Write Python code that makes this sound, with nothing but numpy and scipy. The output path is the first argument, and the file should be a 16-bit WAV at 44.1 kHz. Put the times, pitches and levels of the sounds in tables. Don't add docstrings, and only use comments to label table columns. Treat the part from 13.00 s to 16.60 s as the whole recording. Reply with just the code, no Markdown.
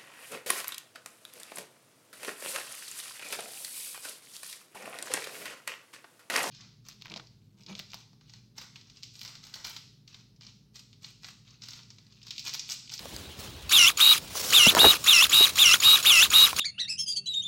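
import sys
import numpy as np
from scipy import signal
from scipy.fft import rfft, irfft
from scipy.io import wavfile
from scipy.ndimage import uniform_filter1d

SR = 44100
rng = np.random.default_rng(int(sys.argv[2]) if len(sys.argv) > 2 else 0)


def voltage_ratio(decibels):
    exponent = np.asarray(decibels, float) / 20
    return 10 ** exponent


def master(y):
    cut = np.clip(np.atleast_2d(y).T, -1, 1)
    pcm = np.round(cut * 32767)
    wavfile.write(sys.argv[1], SR, pcm.astype(np.int16))


N = 158760
T = np.arange(N) / SR
WAIT_S, SPIN_UP_S, FREE_HZ = 0.012, 0.024, 3768

# trigger t/s, trigger to cut-through t/s, free run to brake t/s, mesh at full load f/Hz,
# whine level/dB
CLOSING_STROKES = [(.694, 0.184, 0.012, 2664, -15.5), (1.504, 0.18, 0.017, 2678, -15),
                   (2.042, 0.18, 0.023, 2555, -15), (2.557, 0.18, 0.0092, 2608, -15.5),
                   (3.028, .192, .024, 2563, -14.5), (3.564, .18, .02, 2600, -17.5)]
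# trigger t/s, trigger to brake t/s, whine level/dB
OPENING_STROKES = [(.973, .158, -17), (1.758, .157, -15.5), (2.296, .156, -17.5), (2.802, .155, -17),
                   (3.303, .153, -16)]
# multiple of mesh [1], free-running level/dB, full-load level/dB
GEAR_ORDERS = [(0.094, -20.5, -34.5), (.235, -16.5, -23.5), (.5, -23, -6.5), (0.753, -5.5, -5), (1, 1, 6.5),
               (1.068, -14, -9), (1.192, -28.5, -57), (2, -22, -13.5), (2.982, -20, -23), (3.168, -26, -28)]


def shear():
    out = np.zeros(N)
    width = round(220 * N / SR)
    bands = uniform_filter1d(rng.standard_normal(N // 2 + 1), size=width)
    bands = evened(uniform_filter1d(bands, size=width))
    faint_db = -27
    orders = [*GEAR_ORDERS, *((k, faint_db, faint_db) for k in rng.uniform(2.1, 4.1, size=14))]
    for start, to_cut, free, bite_hz, db in CLOSING_STROKES:
        cut = start + to_cut
        add(out, *stroke(start, cut, cut + free, bite_hz, db, True, bands, orders))
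    for start, to_brake, db in OPENING_STROKES:
        brake = start + to_brake
        add(out, *stroke(start, brake, brake, FREE_HZ, db, False, bands, orders))
    return out


def stroke(start, cut, brake, bite_hz, db, closing, bands, orders):
    t = np.arange(start, min(brake + 0.12, N / SR), 1 / SR)
    full = start + WAIT_S + SPIN_UP_S
    load = closing * blade_load(t, full, cut)
    run = np.clip((t - start - WAIT_S) / SPIN_UP_S, 0, 1)
    braking = np.clip((t - brake) / (0.018 if closing else 0.035), 0, 1)
    speed, mesh_hz = gear_speed(t - full, run, braking, load, bite_hz, closing)
    turn = 2 * np.pi * np.cumsum(mesh_hz) / SR
    noise = housing_noise(bands)

    whine = gear_whine(mesh_hz, turn, load, orders)
    brake_drop_db = -6 * np.clip((t - brake) / 0.009, 0, 1)
    whine *= np.sqrt(2) * voltage_ratio(db + brake_drop_db) * np.clip(speed * 8, 0, 1) * run
    rattle = gear_rattle(t, start, brake, run, braking, load, turn, closing) * noise[:len(t)]
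    click = slack_click(t - start, noise[-len(t):], closing)
    return start - 0.002, click + whine + rattle


BITE_LOAD = [(0, 0.1), (.1, 0), (.22, .17), (.33, .45), (.43, 0.8), (.54, 0.81), (.7, 0.92), (.85, 0.98),
             (1, .7)]


def blade_load(t, full, cut):
    FREED_S = 0.0097
    return curve(BITE_LOAD, (t - full) / (cut - full)) * np.exp(-np.maximum(t - cut, 0) / FREED_S)


def gear_speed(since_full, run, braking, load, bite_hz, closing):
    SETTLE_S, CREEP_HZ, CLIMB_HZ_PER_S = 0.005, 1000, 490
    lag = np.exp(-1 / (SETTLE_S * SR))
    speed = signal.lfilter([1 - lag], [1, -lag], run) * (1 - braking)
    top_hz = FREE_HZ + CLIMB_HZ_PER_S * since_full * (not closing)
    loaded_hz = top_hz - (FREE_HZ - bite_hz) * load
    return speed, uniform_filter1d(CREEP_HZ + (loaded_hz - CREEP_HZ) * speed, size=150)


# f/Hz, level/dB
WHINE_GAIN_POINTS = [(300, -14.5), (1000, -14.5), (2000, -13.5), (2650, -10), (3250, -5), (3750, -3.5),
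                     (3830, 0.5), (4600, 1), (5500, 3), (6800, 3.5), (7500, -2), (8200, -9), (10500, -2)]


def gear_whine(mesh_hz, turn, load, orders):
    WAVER_DB, WAVER_HZ = 2.5, 141
    JITTER_RAD, JITTER_LOAD_RAD, JITTER_HZ = 0.06, 0.18, 250
    FUZZ_DB, FUZZ_HZ = -19, 300
    waver, shake, fuzz = wobble(WAVER_HZ), wobble(JITTER_HZ), wobble(FUZZ_HZ)
    n = len(turn)
    at = rng.integers(0, N - n, (len(orders), 2))
    fuzz_cos, fuzz_sin = fuzz[at[0, 0]:][:n], fuzz[at[0, 1]:][:n]
    whine = voltage_ratio(FUZZ_DB) * (fuzz_cos * np.cos(turn) + fuzz_sin * np.sin(turn))
    whine *= voltage_ratio(curve(WHINE_GAIN_POINTS, mesh_hz))
    for (k, free_db, load_db), (a, b) in zip(orders, at):
        part_db = free_db + (load_db - free_db) * load
        part_db = part_db + curve(WHINE_GAIN_POINTS, k * mesh_hz)
        part_db += WAVER_DB * np.clip(k, 1, 2) * waver[a:a + n]
        jitter = min(k, 2.4) ** 2 * (JITTER_RAD + JITTER_LOAD_RAD * load) * shake[b:b + n]
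        whine += voltage_ratio(part_db) * np.cos(k * turn + a + jitter)
    return whine


def gear_rattle(t, start, brake, run, braking, load, turn, closing):
    RATTLE_DB, LOAD_DB, BRAKING_DB, STILL_DB = -23, -2.5, -6, -9
    RASP_ORDER, RASP_DEPTH, FADE_DB_PER_S = 0.066, 0.3, -1200
    end = brake + (0.024 if closing else 0.052)
    on = np.clip((t - start) / 0.0019, 0, 1) * voltage_ratio(FADE_DB_PER_S * np.maximum(t - end, 0))
    level_db = RATTLE_DB + LOAD_DB * load + STILL_DB * (1 - run) + BRAKING_DB * braking
    return on * (1 + RASP_DEPTH * np.cos(RASP_ORDER * turn)) * voltage_ratio(level_db)


# f/Hz, level per Hz/dB
HOUSING_SPECTRUM = [(300, -61), (900, -13), (1180, 2), (1900, -10), (2700, 3), (4100, 4), (4800, -1),
                    (5500, -4.5), (7300, -4.5), (8200, -10.5), (9000, -4.5), (11000, -5.5), (15500, -8)]


def housing_noise(bands):
    grain = patchy(2) * voltage_ratio(-1.5 * wobble(210))
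    return combed(coloured(grain, HOUSING_SPECTRUM), bands)


# f/Hz, level before scatter and stroke level/dB
CLICK_MODES = [(1400, -29), (3800, -24), (4450, -6), (5450, -9.5), (6850, 0.5), (9500, -33), (11500, -29)]


def slack_click(u, noise, closing):
    RISE_S, T60_S, SCATTER_DB = 0.0052, 0.022, 3
    click = voltage_ratio(2.5 - 60 * u / T60_S) * noise
    for hz, db in CLICK_MODES:
        mode_db = db + SCATTER_DB * rng.standard_normal()
        click += ring(np.maximum(u - RISE_S, 0), 0, mode_db, T60_S, turns=hz * u)
    return click * voltage_ratio(-24.5 if closing else -23) * np.minimum(u / RISE_S, 1)


# t/s, body level/dB, body f/Hz, crack level/dB
WOOD_KNOCKS = [(.056, -34.5, 517, -35), (0.164, -26, 4600, -30), (1.354, -30, 1000, -34),
               (1.666, -15, 735, -33), (1.671, -16.5, 202, -40), (1.75, -17, 645, -10.5),
               (1.768, -9.5, 1000, -22), (1.777, -13, 850, -16), (1.843, -5.5, 874, -22),
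               (1.85, -7.5, 513, -10), (1.86, -23, 88, -28), (1.866, -15.5, 392, -33),
               (2.223, -15.5, 1290, -24), (2.408, -20, 460, -28), (2.741, -11, 1420, -15),
               (3.226, -15, 1410, -26), (3.53, -21.5, 1074, -25)]
# multiple of body pitch before random detuning [1], level/dB
BODY_MODES = [(1, 0), (1.35, -5), (2.1, -12)]


def wood():
    T60_1KHZ_S, TICK_T60_S, RISE_S = 0.024, 0.007, 0.00057
    out, t = np.zeros(N), np.arange(8000) / SR
    spreads = rng.uniform(-1.57, 1, (len(WOOD_KNOCKS), len(BODY_MODES)))
    for (s, db, hz, crack_db), spread in zip(WOOD_KNOCKS, spreads):
        t60 = T60_1KHZ_S * np.sqrt(1000 / hz)
        body = sum(ring(t, hz * k * (1 + 0.11 * u), d, t60) for (k, d), u in zip(BODY_MODES, spread))
        noise = signal.lfilter([1, -1], np.poly([0.78, 0.8]), rng.standard_normal(len(t)))
        tick = voltage_ratio(crack_db - 60 * t / TICK_T60_S) * evened(noise)
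        add(out, s, voltage_ratio(db) * np.minimum(t / RISE_S, 1) * body + tick)
    return out


# t/s, level before flutter/dB
RUMBLE_LEVEL = [(1.64, -65), (1.67, -47.5), (1.77, -30.5), (1.87, -30), (1.98, -48), (2.05, -74)]
# f/Hz, level per Hz/dB
RUMBLE_SPECTRUM = [(100, 2), (450, 4), (900, 3), (1800, 0), (4000, -48)]


def branch_rumble():
    level_db = curve(RUMBLE_LEVEL) + 4.7 * wobble(82)
    return voltage_ratio(level_db) * coloured(rng.standard_normal(N), RUMBLE_SPECTRUM)


# t/s, level/dB
RUSTLE_LEVEL = [(0, -46.5), (.155, -47.5), (.17, -46), (.36, -53.5), (.4, -40), (.56, -54), (.69, -52),
                (1.27, -46.5), (1.345, -39), (1.356, -32), (1.5, -28), (1.72, -32), (1.9, -48), (2, -40.5),
                (3.6, -40.5)]
# f/Hz, level per Hz/dB
LEAF_SPECTRUM = [(230, -14), (478, 1), (870, -7), (978, -4), (1970, -5), (5430, 1.5), (14200, -9.5),
                 (16000, -1)]


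def leaves():
    TICKS_PER_S, TICK_SPREAD_DB = 1200, -1.5
    sizes = voltage_ratio(TICK_SPREAD_DB * np.minimum(rng.exponential(1, N), 5))
    ticks = (rng.random(N) < TICKS_PER_S / SR) * sizes
    grain = 0.13 + signal.lfilter([1], [1, -0.995], ticks) * 0.099
    return voltage_ratio(curve(RUSTLE_LEVEL)) * coloured(grain * patchy(1.7), LEAF_SPECTRUM)


# f/Hz, level per Hz/dB
AIR_SPECTRUM = [(30, -40), (50, -4), (80, -2.5), (130, -6), (400, -12.5), (1800, -22.5), (3900, -15),
                (5200, -27.5), (16000, -56)]


def air():
    AIR_DB, GUST_DB, GUST_HZ = -46.5, 1, 4.6
    PUFF_S, PUFF_WIDTH_S, PUFF_DB = 0.62, 0.11, 7
    wash = coloured(patchy(2), AIR_SPECTRUM)
    low = signal.sosfilt(signal.butter(2, 160, fs=SR, output="sos"), wash)
    puff = voltage_ratio(PUFF_DB * np.exp(-((T - PUFF_S) / PUFF_WIDTH_S) ** 2)) - 1
    return voltage_ratio(AIR_DB + GUST_DB * wobble(GUST_HZ)) * (wash + puff * low)


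def evened(x):
    return x / np.sqrt(np.mean(x ** 2) + 1e-20)


def curve(points, t=T):
    return np.interp(t, *np.transpose(points))


def coloured(x, spectrum):
    hz = np.fft.rfftfreq(len(x), 1 / SR)
    f, db = np.transpose(spectrum)
    gain = voltage_ratio(np.interp(np.log(hz + 1), np.log(f), db, left=-90))
    return evened(irfft(rfft(x) * gain, len(x)))


def combed(x, bands):
    return evened(irfft(rfft(x) * voltage_ratio(1.8 * bands), len(x)))


def patchy(depth_db):
    z = signal.stft(rng.standard_normal(N), nperseg=512, noverlap=384)[2]
    field = uniform_filter1d(rng.standard_normal(z.shape), size=6, axis=0)
    field = uniform_filter1d(field, size=12, axis=1)
    return signal.istft(z * voltage_ratio(depth_db * evened(field)), nperseg=512, noverlap=384)[1][:N]


def wobble(hz):
    return evened(signal.sosfilt(signal.butter(2, hz, fs=SR, output="sos"), rng.standard_normal(N)))


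def ring(t, hz, db, t60, turns=0):
    return voltage_ratio(db - 60 * t / t60) * np.sin(2 * np.pi * (hz * t + turns))


def add(mix, s, sound):
    part = mix[round(s * SR):][:len(sound)]
    part += sound[:len(part)]


def scene():
    return (shear() + wood() + branch_rumble() + leaves() + air())[None]


def roll_off(x):
    return signal.sosfilt(signal.butter(12, 16090, fs=SR, output="sos"), x)


def record(dry):
    lowpass = signal.firwin(511, 16000, window=("kaiser", 9), fs=SR)
    mix = signal.oaconvolve(dry, lowpass[None], "same")
    mix = signal.sosfilt(signal.butter(2, 45, "high", fs=SR, output="sos"), mix)
    return roll_off(mix)


dry = scene()
out = record(dry)
master(out)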